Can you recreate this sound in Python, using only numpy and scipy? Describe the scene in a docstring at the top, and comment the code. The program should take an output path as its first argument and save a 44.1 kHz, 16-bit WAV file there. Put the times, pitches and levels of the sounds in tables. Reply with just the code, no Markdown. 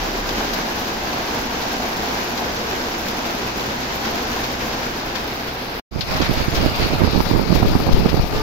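"""Beside a railway line, heavy rain patters on stones and foliage over a faint far engine: countless
random impacts sum to a wash of noise, while near drops ring and splash singly. After a short silence,
the same storm in a garden: gusts drive the rain through big leaves, and the two pipes of a far train
horn sound their harmonics. Turbulent pressure thumps on both microphone ports, and the right port
is covered and muffled for a second."""
import sys
import numpy as np
from scipy import signal
from scipy.fft import rfft, irfft, next_fast_len
from scipy.io import wavfile
from scipy.ndimage import uniform_filter1d, map_coordinates

SR = 44100
rng = np.random.default_rng(int(sys.argv[2]) if len(sys.argv) > 2 else 0)


def bounce(signal):
    """Save signal as a 16-bit WAV file at the path given by the first command-line argument."""
    frames = np.transpose(np.atleast_2d(signal))
    limited = np.clip(frames, -1, 1)
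    pcm = np.round(limited * 32767).astype(np.int16)
    wavfile.write(sys.argv[1], SR, pcm)


N = 371322
TIME = np.arange(N) / SR
PAUSE_START_S, PAUSE_END_S = 5.796, 5.909
PAN = np.array([[.5], [-.5]])  # shares a level difference between left and right


def amp(db):
    """Decibels to amplitude ratio."""
    return 10 ** (np.asarray(db) / 20)


def unit(x):
    """Scale to rms 1."""
    return x / np.sqrt(np.mean(x ** 2) + 1e-20)


def along(points, hz, column=1):
    """One column of a table, interpolated over log frequency."""
    table = np.transpose(points)
    return np.interp(np.log(hz + 1), np.log(table[0] + 1), table[column])


def curves(rows):
    """Each column after the time, interpolated to every sample."""
    times, *columns = np.transpose(rows)
    return np.array([np.interp(TIME, times, c) for c in columns])


def wobble(rate):
    """A smooth random curve with rate knots a second."""
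    return map_coordinates(rng.standard_normal(int(N * rate / SR) + 4), [TIME * rate])


def bell(x, centre, half_width):
    """A Gaussian of height 1."""
    return np.exp(-np.minimum(((x - centre) / half_width) ** 2, 20))


def filtered(x, response):
    """Linear filtering: the spectrum of x times a frequency response."""
    size = next_fast_len(N + 8192)
    return irfft(rfft(x, size) * response(np.fft.rfftfreq(size, 1 / SR)), size)[..., :N]


def band_noise(corner_hz, order):
    """Band-pass noise; a higher order steepens the upper slope."""
    return filtered(rng.standard_normal(N),
                    lambda hz: (hz / corner_hz) ** 2 / (1 + (hz / corner_hz) ** order))


# Idle throb of the engine: t/s, level/dB
THROB = [(0, -30.5), (.62, -38), (.8, -67), (3.2, -64), (3.8, -52), (5.8, -44)]
# Its running note: t/s, level/dB
HUM = [(0, -56), (2.4, -49), (3.8, -40.5), (5.8, -41)]
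def engine():
    """Periodic vibration: a far engine throbs very low at first, then hums on two harmonics."""
    throb = np.sqrt(2) * np.sin(2 * np.pi * 35 * TIME + .25 * wobble(4))
    phase = 2 * np.pi * 63.5 * TIME + .5 * wobble(3)
    hum = np.sin(phase) + 1.07 * np.sin(2 * phase)
    return amp(curves(THROB)[0]) * throb + amp(curves(HUM)[0] + .64 * wobble(2.9)) * hum


# Fundamental of each horn pipe: f/Hz
HORN_PITCH = [298.5, 433]
# Harmonics 1-5, a row per pipe: relative level/dB
HORN_HARMONICS = [(-42, -51, -44, -41, -51), (-33.5, -42, -47.5, -51, -58)]
# How the horn carries: t/s, gain/dB, brightness/(dB per harmonic)
HORN_SWELL = [(6.85, -60, 0), (7.0, -3, -1), (7.15, 2.5, -.7), (7.6, 1.5, -.8), (7.85, -1.5, -.2),
              (8.0, -3.5, -.1), (8.26, -4.5, -.1), (8.34, -3.5, .8), (8.42, -1.5, .4)]
def horn():
    """Scattering by wind: each harmonic of two far pipes fades and wavers on its own."""
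    pipes = np.zeros((2, N))
    swell_db, bright_db = curves(HORN_SWELL)
    for hz, levels in zip(HORN_PITCH, HORN_HARMONICS):
        phase = 2 * np.pi * hz * TIME + .07 * wobble(5)
        for k, db in enumerate(levels, 1):
            shift_rad = rng.uniform(0, 2 * np.pi) + .35 * wobble(24) + np.array([[0], [k / 4]])
            fade_db = 2 * wobble(9)
            pipes += amp(db + (k + 4) * bright_db + fade_db) * np.sin(k * phase + shift_rad)
    flutter_db = 1.6 * wobble(22)
    return np.sqrt(2) * amp(.3 + swell_db + flutter_db) * pipes


def turbulence(spectrum, level_db, lumpy_db=4.5):
    """Turbulent pressure is low, intermittent noise: quick flaps within slower puffs."""
    puffs = np.minimum(.5 * wobble(24) + .9 * wobble(80), 1.1)
    envelope = amp(level_db) * unit(amp(lumpy_db * puffs))
    return envelope * unit(filtered(rng.standard_normal(N), lambda hz: amp(along(spectrum, hz))))


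# Puffs on the left port: t/s, level/dB
LEFT_FLAPS = [(7.687, -20), (7.971, -15.5), (8.06, -18), (8.347, -17.5)]
def left_flaps():
    """Amplitude-modulated noise: a puff catches the left port, which burrs briefly."""
    envelope = sum(amp(db) * bell(TIME, s, .012) for s, db in LEFT_FLAPS)
    return envelope * unit(band_noise(corner_hz=370, order=7))


# Strong eddies on the right port: t/s, thump level/dB, f/Hz, crack level/dB
EDDIES = [(6.119, -8.5, 450, -22), (6.207, -1, 480, -20), (6.223, -3, 350, -30), (6.296, -2, 290, -36),
          (6.312, -7, 280, -34), (6.484, -2, 238, -27), (6.522, -11, 380, -30), (6.579, -7, 350, -28),
          (6.612, -8, 330, -30), (6.645, -8, 450, -29), (6.662, 3.5, 403, -20), (6.799, -11, 340, -23),
          (6.864, -8, 320, -30), (6.915, -8, 380, -30), (6.935, 0, 430, -29), (7.007, -3, 400, -30),
          (7.019, .5, 380, -18), (7.037, -1, 370, -20), (7.047, 0, 500, -14), (7.076, -3.5, 480, -24),
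          (7.103, -11, 330, -34), (7.134, -5, 370, -27), (7.15, 0, 520, -19), (7.161, 2, 420, -19),
          (7.178, 0.5, 300, -20), (7.206, 1, 556, -13), (7.268, -5.5, 400, -28), (7.303, -8, 380, -23),
          (7.313, 2.5, 450, -18), (7.338, -0.5, 340, -23), (7.351, -3.5, 290, -28), (7.361, -3, 330, -19),
          (7.396, 0, 600, -13.5), (7.416, -2, 410, -28), (7.436, -6, 260, -28), (7.476, -10, 300, -30),
          (7.505, 1, 282, -22), (7.528, 4, 332, -14), (7.561, 0, 320, -17), (7.602, -4.5, 320, -30),
          (7.621, -9, 480, -26), (7.63, 1, 380, -10), (7.649, -1.5, 410, -24), (7.658, -2.5, 400, -19),
          (7.702, -7, 380, -30), (7.714, -7, 300, -31), (7.754, 4, 365, -15), (7.766, -4, 410, -24),
          (7.804, -2, 382, -17.5), (7.826, -10, 450, -28), (7.869, -8, 400, -18), (7.891, 1.5, 430, -17.5),
          (7.947, -2.5, 330, -32), (8, -7, 420, -29), (8.028, -15, 350, -31), (8.06, 7, 327, -16),
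          (8.09, -6, 380, -29), (8.131, -4, 450, -26), (8.144, 3, 418, -21), (8.173, -4.5, 464, -21),
          (8.197, -1, 350, -21), (8.244, -10, 500, -29)]
def eddies(width_cycles=.21, spread_s=.012):
    """Pressure pulses: each eddy pushes the diaphragm sharply and sucks it back more slowly."""
    strong = np.array(EDDIES)[:, :-1]
    # three weaker, mostly quicker eddies cluster around each strong one
    s, db, hz = np.repeat(strong, 3, axis=0).T
    late, louder, faster = rng.uniform(-1.015, 1, (len(s), 3)).T
    weak = np.transpose([s + spread_s * late, db - 12 + 3 * louder, hz * np.exp(.3 + .4 * faster)])
    thumps = np.zeros(N)
    offsets = np.arange(-1024, 1024)
    for s, db, hz in np.vstack([strong, weak]):
        widths = offsets / SR * hz / width_cycles
        push = np.exp(-np.hypot(widths, .3) ** 1.5)
        suction = .44 * bell(widths, rng.uniform(2.8, 4.2), 2.2)
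        thumps[round(s * SR) + offsets] += amp(db) * (push - suction)
    return thumps


def cracks():
    """Edge noise: each strong eddy breaks up on the rim of the port with a short crack."""
    out = np.zeros(N)
    offsets = np.arange(-1024, 1024)
    window = bell(offsets / SR, 0, .003)
    rasp = band_noise(corner_hz=860, order=6.5)
    for s, _, _, db in EDDIES:
        at = round(s * SR) + offsets
        out[at] += amp(db) * unit(window * rasp[at]) * np.sqrt(np.mean(window ** 2))
    return out


# Spectrum of the turbulence at each port: f/Hz, relative level/dB
LEFT_RUMBLE = [(8, 3), (25, 5), (50, -6), (100, -12), (200, -15), (420, -24.5), (700, -40), (1500, -46),
               (5000, -84)]
RIGHT_RUMBLE = [(8, -5), (30, 2.5), (95, 2), (200, -6), (340, -7.5), (560, -15), (800, -23), (1500, -39),
                (5000, -80)]
# Its strength at each port: t/s, level/dB
LEFT_WIND = [(5.92, -48), (6.08, -38), (6.43, -33), (6.49, -24), (6.7, -28), (6.88, -27), (6.93, -20),
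             (6.98, -30), (7.2, -28), (7.26, -20), (7.33, -32), (7.6, -26), (7.68, -15), (7.86, -21.5),
             (7.94, -9), (8.03, -18.5), (8.15, -22.5), (8.23, -13), (8.31, -29), (8.42, -21)]
RIGHT_WIND = [(5.92, -24.5), (5.97, -19.5), (6.06, -32), (6.15, -17.5), (6.26, -29), (6.32, -18.5),
              (6.41, -15), (6.45, -30), (6.62, -19), (6.74, -23), (6.85, -18), (6.98, -25), (7.05, -15.5),
              (7.19, -19.5), (7.25, -22), (7.33, -18), (7.55, -14.5), (7.7, -21.5), (7.87, -18.5),
              (8.19, -18), (8.22, -29), (8.29, -27.5), (8.34, -21), (8.42, -21.5)]
def wind():
    """Turbulence is local, so the ports are buffeted independently, the right in separate thumps."""
    left = turbulence(LEFT_RUMBLE, curves(LEFT_WIND)[0]) + left_flaps()
    # each strong eddy rides in a puff of turbulence
    puffs = np.max([amp(db - 15) * bell(TIME, s, .0075) for s, db, _, _ in EDDIES], axis=0)
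    right_db = 20 * np.log10(np.hypot(amp(curves(RIGHT_WIND)[0]), puffs))
    right = turbulence(RIGHT_RUMBLE, right_db) + eddies() + cracks()
    return filtered(np.array([left, right]), lambda hz: hz / np.hypot(hz, 6))  # 6 Hz high-pass


# Spectrum of spray: f/Hz, relative level/dB
SPRAY = [(200, -26), (1200, 0.5), (2800, -2), (4000, -1), (5200, -1.5), (7000, -5), (14000, -7)]
# Big drops and water flung from leaves:
# t/s, level/dB, rise/s, T60/s, tilt/(dB per octave), left over right/dB
SPLASHES = [(.287, -20, .005, .08, .5, 2), (.372, -23.5, 0.011, 0.11, 1, 5),
            (0.531, -19.5, .005, .1, 2.5, 10), (1.122, -26, 0.007, .13, 0, 0),
            (1.268, -27, 0.0087, .13, -2, 0), (1.612, -25, .008, .13, 1, 0.5),
            (2.372, -21.5, .006, 0.1, 1.5, 1), (2.558, -26.5, .008, .12, -1, 1),
            (2.91, -28.5, .008, .13, -2, 0), (3.082, -14, .0027, .05, 6, 1),
            (3.248, -24, .008, 0.11, 0.5, 3), (3.412, -28.5, .008, 0.092, -1, -2),
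            (3.635, -28, 0.0071, .12, -1.5, -1), (4.046, -23, 0.0065, .13, -2, 0),
            (4.324, -26.5, .008, 0.12, 1, -5), (4.436, -23.5, 0.0045, .11, -1.5, 3),
            (4.6, -26, 0.0092, 0.11, -3, 0), (4.722, -26.5, .008, .14, -1, 0),
            (4.824, -27, .008, .13, -2, 2), (5.146, -22, 0.011, .18, -1, 5.5),
            (5.474, -28, .008, .13, -5, 0), (6.1, -27, .012, 0.11, -2, -5), (6.158, -24, .008, .14, -1, -3),
            (6.212, -19.5, 0.0069, .18, -1, 1), (6.255, -23.5, 0.0069, 0.13, -3, -3),
            (6.354, -25, .03, .25, -0.5, 2), (6.545, -20.5, 0.0091, .2, 0.5, 8),
            (6.606, -25, .008, 0.13, -1, 1), (6.82, -26.5, .01, 0.17, -1, -7),
            (7.2, -21, 0.0033, .07, -3, -3), (7.245, -24, 0.011, 0.098, -3.5, 5),
            (7.534, -18.5, .02, .14, 3, 5), (7.917, -21, .014, 0.12, 1, 5.5),
            (8.085, -21, .012, .07, -1.5, 5)]
def splashes():
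    """Impact noise: spray builds in a moment and decays exponentially; finer spray is brighter."""
    out = np.zeros((2, N + SR))
    age = TIME[:SR // 4]
    hz = np.fft.rfftfreq(len(age), 1 / SR)
    for s, db, rise, t60, tilt_db, pan_db in SPLASHES:
        colour = amp(along(SPRAY, hz) + tilt_db * np.log2(hz + 1))
        spray = unit(irfft(rfft(rng.standard_normal((2, len(age)))) * colour, len(age)))
        envelope = np.minimum(age / rise, amp(-60 * (age - rise) / t60))
        out[:, round(s * SR):][:, :len(age)] += amp(db + pan_db * PAN) * envelope * spray
    return out[:, :N]


def leaf_slap(start_s=6.008, t60_s=.11):
    """A damped transient: a taut wet leaf snaps over in the first gust, a rasp over a duller smack."""
    age = np.maximum(TIME - start_s, 0)
    rasp = filtered(rng.standard_normal((2, N)),
                    lambda hz: bell(hz, 4030, 1200) + .73 * amp(along(SPRAY, hz)))
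    port_db = np.array([[-16], [-21.5]])  # nearer the left port
    attack = np.minimum(age / .001, 1)
    return amp(port_db - 60 * age / t60_s) * attack * unit(rasp)


def far_drops(patchy_db):
    """Superposition: countless drops merge to two white noises that share drifting patches of gain."""
    spectra = signal.stft(rng.standard_normal((2, N)), nperseg=512)[2]
    patches = uniform_filter1d(rng.standard_normal(spectra.shape[1:]), size=9, axis=0)
    patches = uniform_filter1d(patches, size=12, axis=1)
    return unit(signal.istft(spectra * amp(patchy_db * unit(patches)), nperseg=512)[1][:, :N])


def near_drops(count, decay_cycles, spread_db=2.5):
    """Damped oscillation: each drop rings briefly with its own pitch, size and direction."""
    start = rng.integers(0, N, (count, 1))
    hz = np.geomspace(500, 15000, 200)[rng.integers(0, 200, (count, 1))]
    size = amp(spread_db * np.minimum(rng.exponential(size=(count, 1)), 4))
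    bearing = rng.uniform(-.975, 1, (count, 1))
    offsets = np.arange(256)
    ports = []
    for side in (-1, 1):
        delay = 12 * (1 + side * bearing)
        cycles = np.maximum(offsets - delay, 0) * hz / SR
        # high rings are brief, so they need more height for the same energy per Hz
        height = size * hz * amp(1.4 * side * bearing)
        ring = height * np.sin(2 * np.pi * cycles) * np.exp(-cycles / decay_cycles)
        ports.append(np.bincount((start + offsets).ravel(), ring.ravel())[:N])
    return unit(ports - np.mean(ports, axis=1, keepdims=True))


# Likeness of the rain at the two ports: f/Hz, correlation
COHERENCE = [(60, 0.9), (200, 0.91), (400, 0.67), (700, 0.13), (900, 0.21), (1200, -0.17), (4000, -0.017)]
def rain(drops, spectrum, wash_db, hiss_db, split_hz):
    """Spatial coherence: the low wash reaches both ports alike, the near hiss does not."""
    angle = lambda hz: np.arccos(np.clip(along(COHERENCE, hz), -1, 1)) / 2
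    colour = lambda hz: amp(along(spectrum, hz)) * [np.cos(angle(hz)), np.sin(angle(hz))]
    mid, side = filtered(np.array([drops[0] + drops[1], drops[0] - drops[1]]), colour)
    pair = np.array([mid + side, mid - side])
    wash = filtered(pair, lambda hz: 1 / (1 + (hz / split_hz) ** 4))
    # only the nearest drops carry the top octave, so it flickers more than the rest
    top = filtered(pair, lambda hz: 1 / (1 + (8000 / (hz + 1)) ** 8))
    flicker_db = 1.5 * (.2 * wobble(14) + 1.2 * wobble(80))
    hiss = pair - wash + top * (amp(flicker_db) - 1)
    return amp(wash_db) * unit(wash) + amp(hiss_db) * unit(hiss)


# Strength of the wind-driven rain: t/s, level/dB
GUSTS = [(5.91, -45), (5.95, -36.5), (6.06, -32.5), (6.12, -25.5), (6.31, -27.5), (6.39, -25.5), (6.5, -28),
         (6.57, -25.5), (6.67, -25.5), (6.73, -28), (6.83, -24), (6.89, -26), (6.97, -27), (7.1, -26.5),
         (7.4, -25.5), (7.47, -29.5), (7.54, -25), (8.1, -26.5), (8.25, -27.5), (8.41, -27)]
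# Spectrum of rain on big leaves: f/Hz, relative level/dB
GARDEN_SPECTRUM = [(60, 14), (200, 12.5), (420, 11), (750, 14.5), (1080, 9), (1250, 10), (1800, 4.5),
                   (2400, 4), (3200, -1.5), (4700, -1.8), (6500, -7), (9500, 0), (15000, -2.5)]
# Balance of the leaves, mostly on the left: f/Hz, left over right/dB
LEAF_BALANCE = [(400, 4.5), (1500, -0.5), (3000, -2), (4700, 6), (6500, 2), (12000, -4)]
def garden_rain(fade_db_per_s=.58):
    """Common modulation: gusts fling rain over flapping leaves, driving wash and hiss together."""
    strength_db, = curves(GUSTS)
    # the leaf hiss falls as the microphone turns away
    hiss_db = strength_db + 4 - fade_db_per_s * (TIME - PAUSE_END_S)
    drops = amp(-6.5) * near_drops(count=18000, decay_cycles=.8) + far_drops(patchy_db=2)
    flap_db = .95 * wobble(45) + .25 * wobble(16)
    sheets = rain(drops, GARDEN_SPECTRUM, strength_db + .34, hiss_db + flap_db, split_hz=2210)
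    return filtered(sheets, lambda hz: amp(along(LEAF_BALANCE, hz) * PAN))


# Strength of the rain beside the line: t/s, level/dB
DOWNPOUR = [(0, -24.5), (.22, -26), (.36, -24), (.55, -23.5), (.99, -26), (1.15, -25), (1.4, -25),
            (1.54, -25.5), (1.66, -24.5), (1.87, -25), (2.17, -23.5), (2.29, -25.5), (2.4, -25),
            (2.53, -25.5), (2.68, -25.5), (3.25, -25.5), (3.6, -26), (3.89, -26), (4.08, -24.5),
            (4.22, -25.4), (4.36, -24), (4.52, -26), (4.62, -25), (4.84, -25.4), (4.97, -27), (5.3, -27),
            (5.78, -28.5)]
# Spectrum of rain on ballast and foliage: f/Hz, relative level/dB
TRACK_SPECTRUM = [(12, 3), (30, 6), (62, 7.6), (85, 3.3), (160, 4.3), (238, 12.4), (280, 9.2), (360, 9.5),
                  (420, 7.2), (465, 9.1), (570, 6.5), (640, 7.4), (700, 9.9), (790, 9.4), (865, 7.1),
                  (930, 8.3), (1120, 5.8), (1380, 4.5), (1560, 7), (1800, 4.2), (2150, 4.3), (2430, 4.7),
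                  (3200, 3.3)]
# The hiss loses its edge: t/s, fraction lost
DULLING = [(4.7, 0), (5.3, 0.35), (5.8, 0.6)]
# Passing sheets of rain swell the hollow roar: t/s, gain/dB
SURGES = [(1.17, 1.3), (1.38, 1), (1.68, 1.0), (2.12, 1.2), (2.4, 1.5), (3.25, 2), (4.11, 2), (5.5, 2)]
def trackside_rain():
    """Incoherent summation: far drops merge to a rush, while nearer ones patter on the ballast."""
    strength_db, = curves(DOWNPOUR)
    hiss_db = strength_db.mean() + .5 + .86 * (strength_db - strength_db.mean())
    drops = far_drops(patchy_db=.5) + amp(-8.5) * near_drops(count=14000, decay_cycles=.69)
    edge = filtered(drops, lambda hz: bell(hz, 6600, 1300))
    roar = filtered(drops, lambda hz: bell(hz, 810, 240))
    surge_db = sum(db * bell(TIME, s, .065) for s, db in SURGES)
    drops = drops - curves(DULLING)[0] * edge + (amp(surge_db) - 1) * roar
    flutter = wobble(24.05)
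    wash_db = strength_db - .3 + .59 * flutter
    return rain(drops, TRACK_SPECTRUM, wash_db, hiss_db + .5 * flutter, split_hz=1960)


# Cover over the right port: t/s, fraction covered
COVER = [(7.0, 0.08), (7.12, 0.5), (7.24, 0.98), (7.46, 1), (8.28, 1), (8.35, 0.23), (8.42, 0)]
# Transmission through the cover: f/Hz, gain/dB
MUFFLE = [(200, -10.5), (1000, -8.5), (3000, -13.5), (6000, -12.5), (14000, -15)]
def covered_port(sound):
    """Transmission loss: a cover weakens the sound at the port, the treble most."""
    covered, = curves(COVER)
    muffled = filtered(sound, lambda hz: amp(along(MUFFLE, hz)))
    return (1 - covered) * sound + covered * muffled


def scene():
    """The sources add linearly: the line side, a silent pause, then the garden."""
    by_line = np.exp(-np.clip((TIME - PAUSE_START_S) / .003, 0, 30))
    in_garden = np.clip((TIME - PAUSE_END_S) / .012, 0, 1)
    line_side = trackside_rain() + engine()
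    garden = garden_rain() + horn() + leaf_slap()
    left, right = by_line * line_side + in_garden * garden + splashes()
    return np.array([left, covered_port(right)]) + in_garden * wind()


# Treble response of the ports: f/Hz, left gain/dB, right gain/dB
PORT_RESPONSE = [(3000, 0.5, 1), (5040, 1.3, 0.1), (6220, -4, -1.2), (6980, -9, -6), (7660, -15, -12),
                 (8140, -23, -43), (8660, -20.5, -18.5), (9800, -17, -22), (10200, -15.5, -22),
                 (11000, -17, -48), (12120, -9, -32), (13000, -6, -18.5), (15500, -11.5, -20.5)]
def record(dry):
    """Filtering and saturation: each port notches the treble, and the hardest thumps are rounded."""
    heard = filtered(dry, lambda hz: amp([along(PORT_RESPONSE, hz, column) for column in (1, 2)]))
    rounded = heard / (1 + np.abs(heard / .95) ** 6) ** (1 / 6)
    return filtered(rounded, lambda hz: 1 / (1 + (hz / 15800) ** 300))  # band limit


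dry = scene()
out = record(dry)
bounce(out)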